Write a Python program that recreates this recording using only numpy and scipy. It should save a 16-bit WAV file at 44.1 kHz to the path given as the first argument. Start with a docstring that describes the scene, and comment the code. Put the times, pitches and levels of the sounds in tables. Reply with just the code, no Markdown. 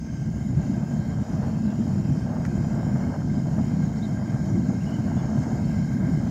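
"""A propane burner is turned up, then fires steadily into a small steel furnace on a paved yard.
Unsteady heat release in the turbulent flame radiates sound: it booms in the chamber and sputters
at the mouth. The gas jet hisses and drives the resonances of the burner tube and its air intake.
A small bird chirps some way off among the yard's echoes, and something clicks once."""
import sys
import numpy as np
from scipy import signal
from scipy.fft import rfft, irfft, next_fast_len
from scipy.io import wavfile
from scipy.ndimage import uniform_filter1d, map_coordinates

SR = 44100
rng = np.random.default_rng(int(sys.argv[2]) if len(sys.argv) > 2 else 0)


def master(y):
    """Save y as 16-bit WAV."""
    cut = np.clip(np.atleast_2d(y).T, -1, 1)
    pcm = np.round(cut * 32767)  # scale
    wavfile.write(sys.argv[1], SR, pcm.astype(np.int16))


N = 277830
TIME_S = np.arange(N) / SR


def amp(db):
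    """Amplitude ratio of a level in decibels."""
    return 10 ** (np.asarray(db) / 20)


def unit(x):
    """Normalisation to rms 1."""
    return x / np.sqrt(np.mean(x ** 2) + 1e-20)


def along(points, hz):
    """Interpolation of (frequency_hz, value) points on a logarithmic frequency axis."""
    knot_hz, values = np.transpose(points)
    return np.interp(np.log(hz + 1), np.log(knot_hz + 1), values)


def noise():
    """Gaussian white noise as long as the scene."""
    return rng.standard_normal(N)


def wobble(rate_hz):
    """Random modulation: a spline through rate_hz random knots a second."""
    return map_coordinates(rng.standard_normal(N // 8), [TIME_S * rate_hz + 2], mode="wrap")


def swells(rows):
    """Level modulation in dB: one raised cosine for each (middle_s, length_s, gain_db)."""
    return sum(db * np.cos(np.pi * np.clip((TIME_S - middle_s) / length_s, -.5, .5)) ** 2
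               for middle_s, length_s, db in rows)


def add(track, start_s, sound):
    """Superposition of a sound on the track."""
    part = track[round(start_s * SR):][:len(sound)]
    part += sound[:len(part)]


def filtered(x, response):
    """Linear filtering: the spectrum of x times a frequency response."""
    size = next_fast_len(N + SR // 2)
    return irfft(rfft(x, size) * response(np.fft.rfftfreq(size, 1 / SR)), size)[:N]


def coloured(x, spectrum):
    """Spectral shaping by (frequency_hz, gain_db) points, at rms 1."""
    return unit(filtered(x, lambda hz: amp(along(spectrum, hz))))


def resonate(x, modes):
    """Forced response of steep-sided resonances that add in power, at rms 1."""
    def power(hz):
        return sum((amp(db) / (1 + ((hz - pitch_hz) / half_width_hz) ** 2)) ** 2
                   for pitch_hz, half_width_hz, db in modes)
    return unit(filtered(x, lambda hz: np.sqrt(power(hz))))


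def gas_flow():
    """Flow in dB re its nominal value: exponential relaxation as the valve opens, plus a slow creep."""
    opening_db, opening_s, creep_db_per_s = 7, .3, 0.33
    return creep_db_per_s * TIME_S - opening_db * np.exp(-TIME_S / opening_s)


def ignitions(rate_hz, spread_db=2.5):
    """Shot noise: each pocket of gas that ignites gives a pressure pulse of random size."""
    ignites = rng.random(N) < rate_hz / SR
    return unit(ignites * np.sign(noise()) * amp(spread_db * noise()))


# Response of the chamber: frequency_hz, gain_db
CHAMBER_SPECTRUM = [(8, -60), (20, -36), (32, -22), (60, -9.5), (100, -6), (135, 0.65), (160, -1.16),
                    (183, -3), (218, -0.5), (275, -11), (312, -17), (340, -15.5), (395, -29), (520, -42.5),
                    (1200, -105.9)]
# The flame surges (+) or gutters (-): middle_s, length_s, gain_db
SURGES = [(.53, .45, 3), (1.05, 0.068, -7.5), (1.26, 0.085, -10.5), (1.85, 1, 1.5), (2.6, 0.31, 2.5),
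          (3.15, 0.092, -9), (3.33, 0.23, 3.5), (4.15, 0.9, -2.5), (4.55, 0.15, 6.5), (4.85, 0.26, -2.5),
          (6.18, 0.38, 2)]
def chamber_roar(flow_db):
    """Combustion noise: dense ignitions boom in the chamber; all but the deep rumble follows the flow."""
    rumble_db, rumble_edge_hz = -25, 106
    boom_db = -25 + 1.2 * flow_db
    pressure = coloured(ignitions(rate_hz=1500), CHAMBER_SPECTRUM)
    rumble = filtered(pressure, lambda hz: 1 / (1 + (hz / rumble_edge_hz) ** 4))
    roar = amp(rumble_db) * rumble + amp(boom_db) * (pressure - rumble)
    return amp(swells(SURGES) + 0.66 * wobble(25)) * roar


# Spectrum of the flame at the mouth: frequency_hz, gain_db
MOUTH_SPECTRUM = [(150, -38), (380, -7.5), (425, -1), (515, -3.5), (630, 2), (780, -3), (1000, -8.5),
                  (1200, -14), (1450, -13), (1900, -20.5), (2400, -47.5), (4000, -72)]
# Brief random peaks in the sputter's loudness: start_s, gain_db
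SPUTTER_PEAKS = [(.777, 4.5), (0.824, 6), (.908, 3.5), (2.957, 7), (3.001, 6.5), (3.141, 6.5), (3.583, 9),
                 (3.86, 5), (4.367, 3.5)]
# The flame licks out (+) or draws back (-): middle_s, length_s, gain_db
FLAME_LICKS = [(.7, .7, 1.2), (1.15, 0.12, 3), (1.44, 0.2, 4.6), (1.95, .6, -0.1), (2.33, 0.54, 3.5),
               (2.85, 1.2, 3), (5.35, 1.44, 2), (5.9, 0.58, -1.5)]
def mouth_sputter(flow_db):
    """Amplitude modulation: the fluttering flame at the mouth makes sparser ignitions sputter."""
    rise_s = 0.0032
    age = np.arange(SR // 20) / (SR * rise_s)  # in rise times
    peak_gain = np.ones(N)
    for start_s, gain_db in SPUTTER_PEAKS:
        add(peak_gain, start_s, (amp(gain_db) - 1) * age * np.exp(1 - age))
    flutter = peak_gain * amp(1.03 * wobble(30) + 1.24 * wobble(130))
    burning = ignitions(rate_hz=1000) + .7 * noise()
    level_db = -44.5 + 1.23 * flow_db + swells(FLAME_LICKS) + 0.87 * wobble(12)
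    return amp(level_db) * coloured(flutter * burning, MOUTH_SPECTRUM)


def turbulence(depth_db):
    """Band-wise modulation: noise whose bands, some 300 Hz wide, swell and fade independently."""
    bands = signal.stft(noise(), nperseg=512)[2]
    swell = uniform_filter1d(rng.standard_normal(bands.shape), size=4, axis=0)  # across frequency
    swell = uniform_filter1d(swell, size=30, axis=1)  # across time
    return signal.istft(bands * amp(depth_db * unit(swell)), nperseg=512)[1][:N]


# Smooth rush of the jet: frequency_hz, gain_db
JET_SPECTRUM = [(500, -22.0), (1500, -2.0), (2400, -3.6), (2850, -4.8), (3550, -14), (4200, -6.6),
                (4750, -9.5), (5550, -7), (6500, 0.0), (7150, -7), (7700, -17), (8500, -14.0),
                (9900, -24.6), (10800, -18.1), (12500, -21.4), (15500, -20.5)]
def jet_hiss(flow_db):
    """Jet noise: turbulent mixing radiates a broadband hiss that grows with the flow."""
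    return amp(-58 + 0.52 * flow_db) * coloured(turbulence(depth_db=3.1), JET_SPECTRUM)


# Resonances of the burner tube and its intake: pitch_hz, half_width_hz, gain_db
LOW_TUBE_MODES = [(1584, 46, 0.0), (2115, 100, -8.5)]
HIGH_TUBE_MODES = [(3136, 62, -.7), (3751, 60, -8.6), (3890, 55, -9), (4440, 75, -2.8), (4965, 70, 1),
                   (5302, 95, 0.3), (5711, 89, -3), (7405, 55, -4.5), (8050, 140, -9.3), (10320, 66, -16.6),
                   (13254, 99, -22.6), (14700, 120, -21.0)]
# Slow drift of the ring: time_s, low_level_db, high_level_db
RING_LEVELS = [(0, -57, -61), (.7, -55, -62), (1.2, -55.5, -60), (1.6, -59, -59), (2.2, -57.5, -59.5),
               (2.6, -53.5, -59), (3.5, -56, -60), (4.1, -53.5, -59.5), (5.8, -52.5, -58), (6.3, -52, -60)]
def tube_ring():
    """Forced resonance: the jet's noise excites the narrow modes of the burner tube."""
    knot_s, low_levels_db, high_levels_db = np.transpose(RING_LEVELS)
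    low_db = np.interp(TIME_S, knot_s, low_levels_db) + 1.2 * wobble(25)
    low_ring = resonate(turbulence(depth_db=1), LOW_TUBE_MODES)
    high_db = np.interp(TIME_S, knot_s, high_levels_db) + 0.58 * wobble(9)
    high_ring = resonate(turbulence(depth_db=1.5), HIGH_TUBE_MODES)
    return amp(low_db) * low_ring + amp(high_db) * high_ring


# Intake resonances before and after the hop: pitch_hz, half_width_hz, gain_db
OPENING_MODES = [(6300, 300, 0)]
SETTLED_MODES = [(6925, 130, 0.0), (11220, 125, -14.9)]
# The whistle falters (-) or picks up (+): middle_s, length_s, gain_db
WHISTLE_SWELLS = [(.45, 0.45, 1.5), (2.32, 0.5, -6), (2.75, .6, 2), (3.33, .3, -6)]
def intake_whistle(flow_db):
    """Mode hopping: the breathy whistle of the air intake jumps up in pitch as the valve opens."""
    hop_s, hop_length_s = 0.26, 0.044
    hopped = .5 + .5 * np.tanh((TIME_S - hop_s) / hop_length_s)
    settled_db = -62 + 0.46 * flow_db + swells(WHISTLE_SWELLS) + 1.07 * wobble(25)
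    settled = amp(settled_db) * resonate(turbulence(depth_db=0), SETTLED_MODES)
    opening = amp(-62) * resonate(noise(), OPENING_MODES)
    return hopped * settled + (1 - hopped) * opening


# Arched notes: start_s, length_s, top_pitch_hz, end_drop_hz, relative_level_db
BIRD_NOTES = [(1.655, .035, 4100, 400, -64), (1.695, .035, 3450, 400, -62), (3.96, .034, 5450, 1750, -53),
              (4.019, .04, 3920, 480, -51), (4.797, .04, 2760, 260, -57), (4.854, .05, 2930, 330, -55),
              (4.91, .062, 3020, 330, -56), (5.165, .05, 3500, 400, -60)]
def bird():
    """Frequency modulation: each note arches in pitch and loudness, with a faint second harmonic."""
    song = np.zeros(N)
    quaver = 1 + 0.012 * wobble(250)
    for start_s, length_s, top_hz, drop_hz, level_db in BIRD_NOTES:
        position = np.linspace(-1, 1, round(length_s * SR))
        pitch_hz = (top_hz - drop_hz * position ** 2) * quaver[round(start_s * SR):][:len(position)]
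        phase = 2 * np.pi * np.cumsum(pitch_hz) / SR
        tone = np.sin(phase) + amp(-21) * np.sin(2 * phase)
        add(song, start_s, amp(level_db + 1.5) * np.sqrt(1 - position ** 2) * tone)
    return filtered(song, lambda hz: 1 / (1 + (hz / 7000) ** 8))  # air and distance dull the overtones


# Reverberation time of the yard: frequency_hz, t60_s
YARD_DECAY = [(200, .25), (3000, 0.12), (10000, 0.1)]
def yard_echoes(sound):
    """Reverberation: reflections from walls and paving merge into an exponentially decaying tail."""
    hz, age_s, bands = signal.stft(rng.standard_normal(SR // 2), SR, nperseg=256)
    decay = amp(-60 * age_s / along(YARD_DECAY, hz)[:, None])
    tail = signal.istft(bands * decay, SR, nperseg=256)[1]
    return signal.fftconvolve(sound, tail / np.linalg.norm(tail))[:N]


# A contact and its rebound: start_s, level_db, t60_s
CONTACTS = [(2.451, -35, 0.037), (2.463, -36.5, 0.026)]
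# Spectrum of the contacts: frequency_hz, gain_db
CONTACT_SPECTRUM = [(600, -21), (1600, 8.5), (2300, 3), (3200, -26), (4800, -14), (6500, -7), (9800, -28),
                    (15000, -34)]
def click():
    """Impact noise: a small hard contact and its rebound radiate brief bursts with no ring."""
    bursts, length = np.zeros(N), SR // 8
    age_s = np.arange(length) / SR
    crack = coloured(noise(), CONTACT_SPECTRUM)
    for i, (start_s, level_db, t60_s) in enumerate(CONTACTS):
        add(bursts, start_s, amp(level_db - 60 * age_s / t60_s) * crack[i * length:][:length])
    return bursts


def scene():
    """Superposition of the furnace close by, the distant bird with its echoes, and the click."""
    flow_db = gas_flow()
    flame = chamber_roar(flow_db) + mouth_sputter(flow_db)
    burner = jet_hiss(flow_db) + tube_ring() + intake_whistle(flow_db)
    draught = amp(0.57 * wobble(13))  # small swings of the air flow move all the hiss together
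    song = bird()
    return (flame + draught * burner + song + amp(-6.5) * yard_echoes(song) + click())[None]


def record(dry):
    """Band limiting: the microphone passes nothing above its upper edge."""
    edge_hz = 15720
    return filtered(dry[0], lambda hz: hz < edge_hz)[None]


dry = scene()
out = record(dry)
master(out)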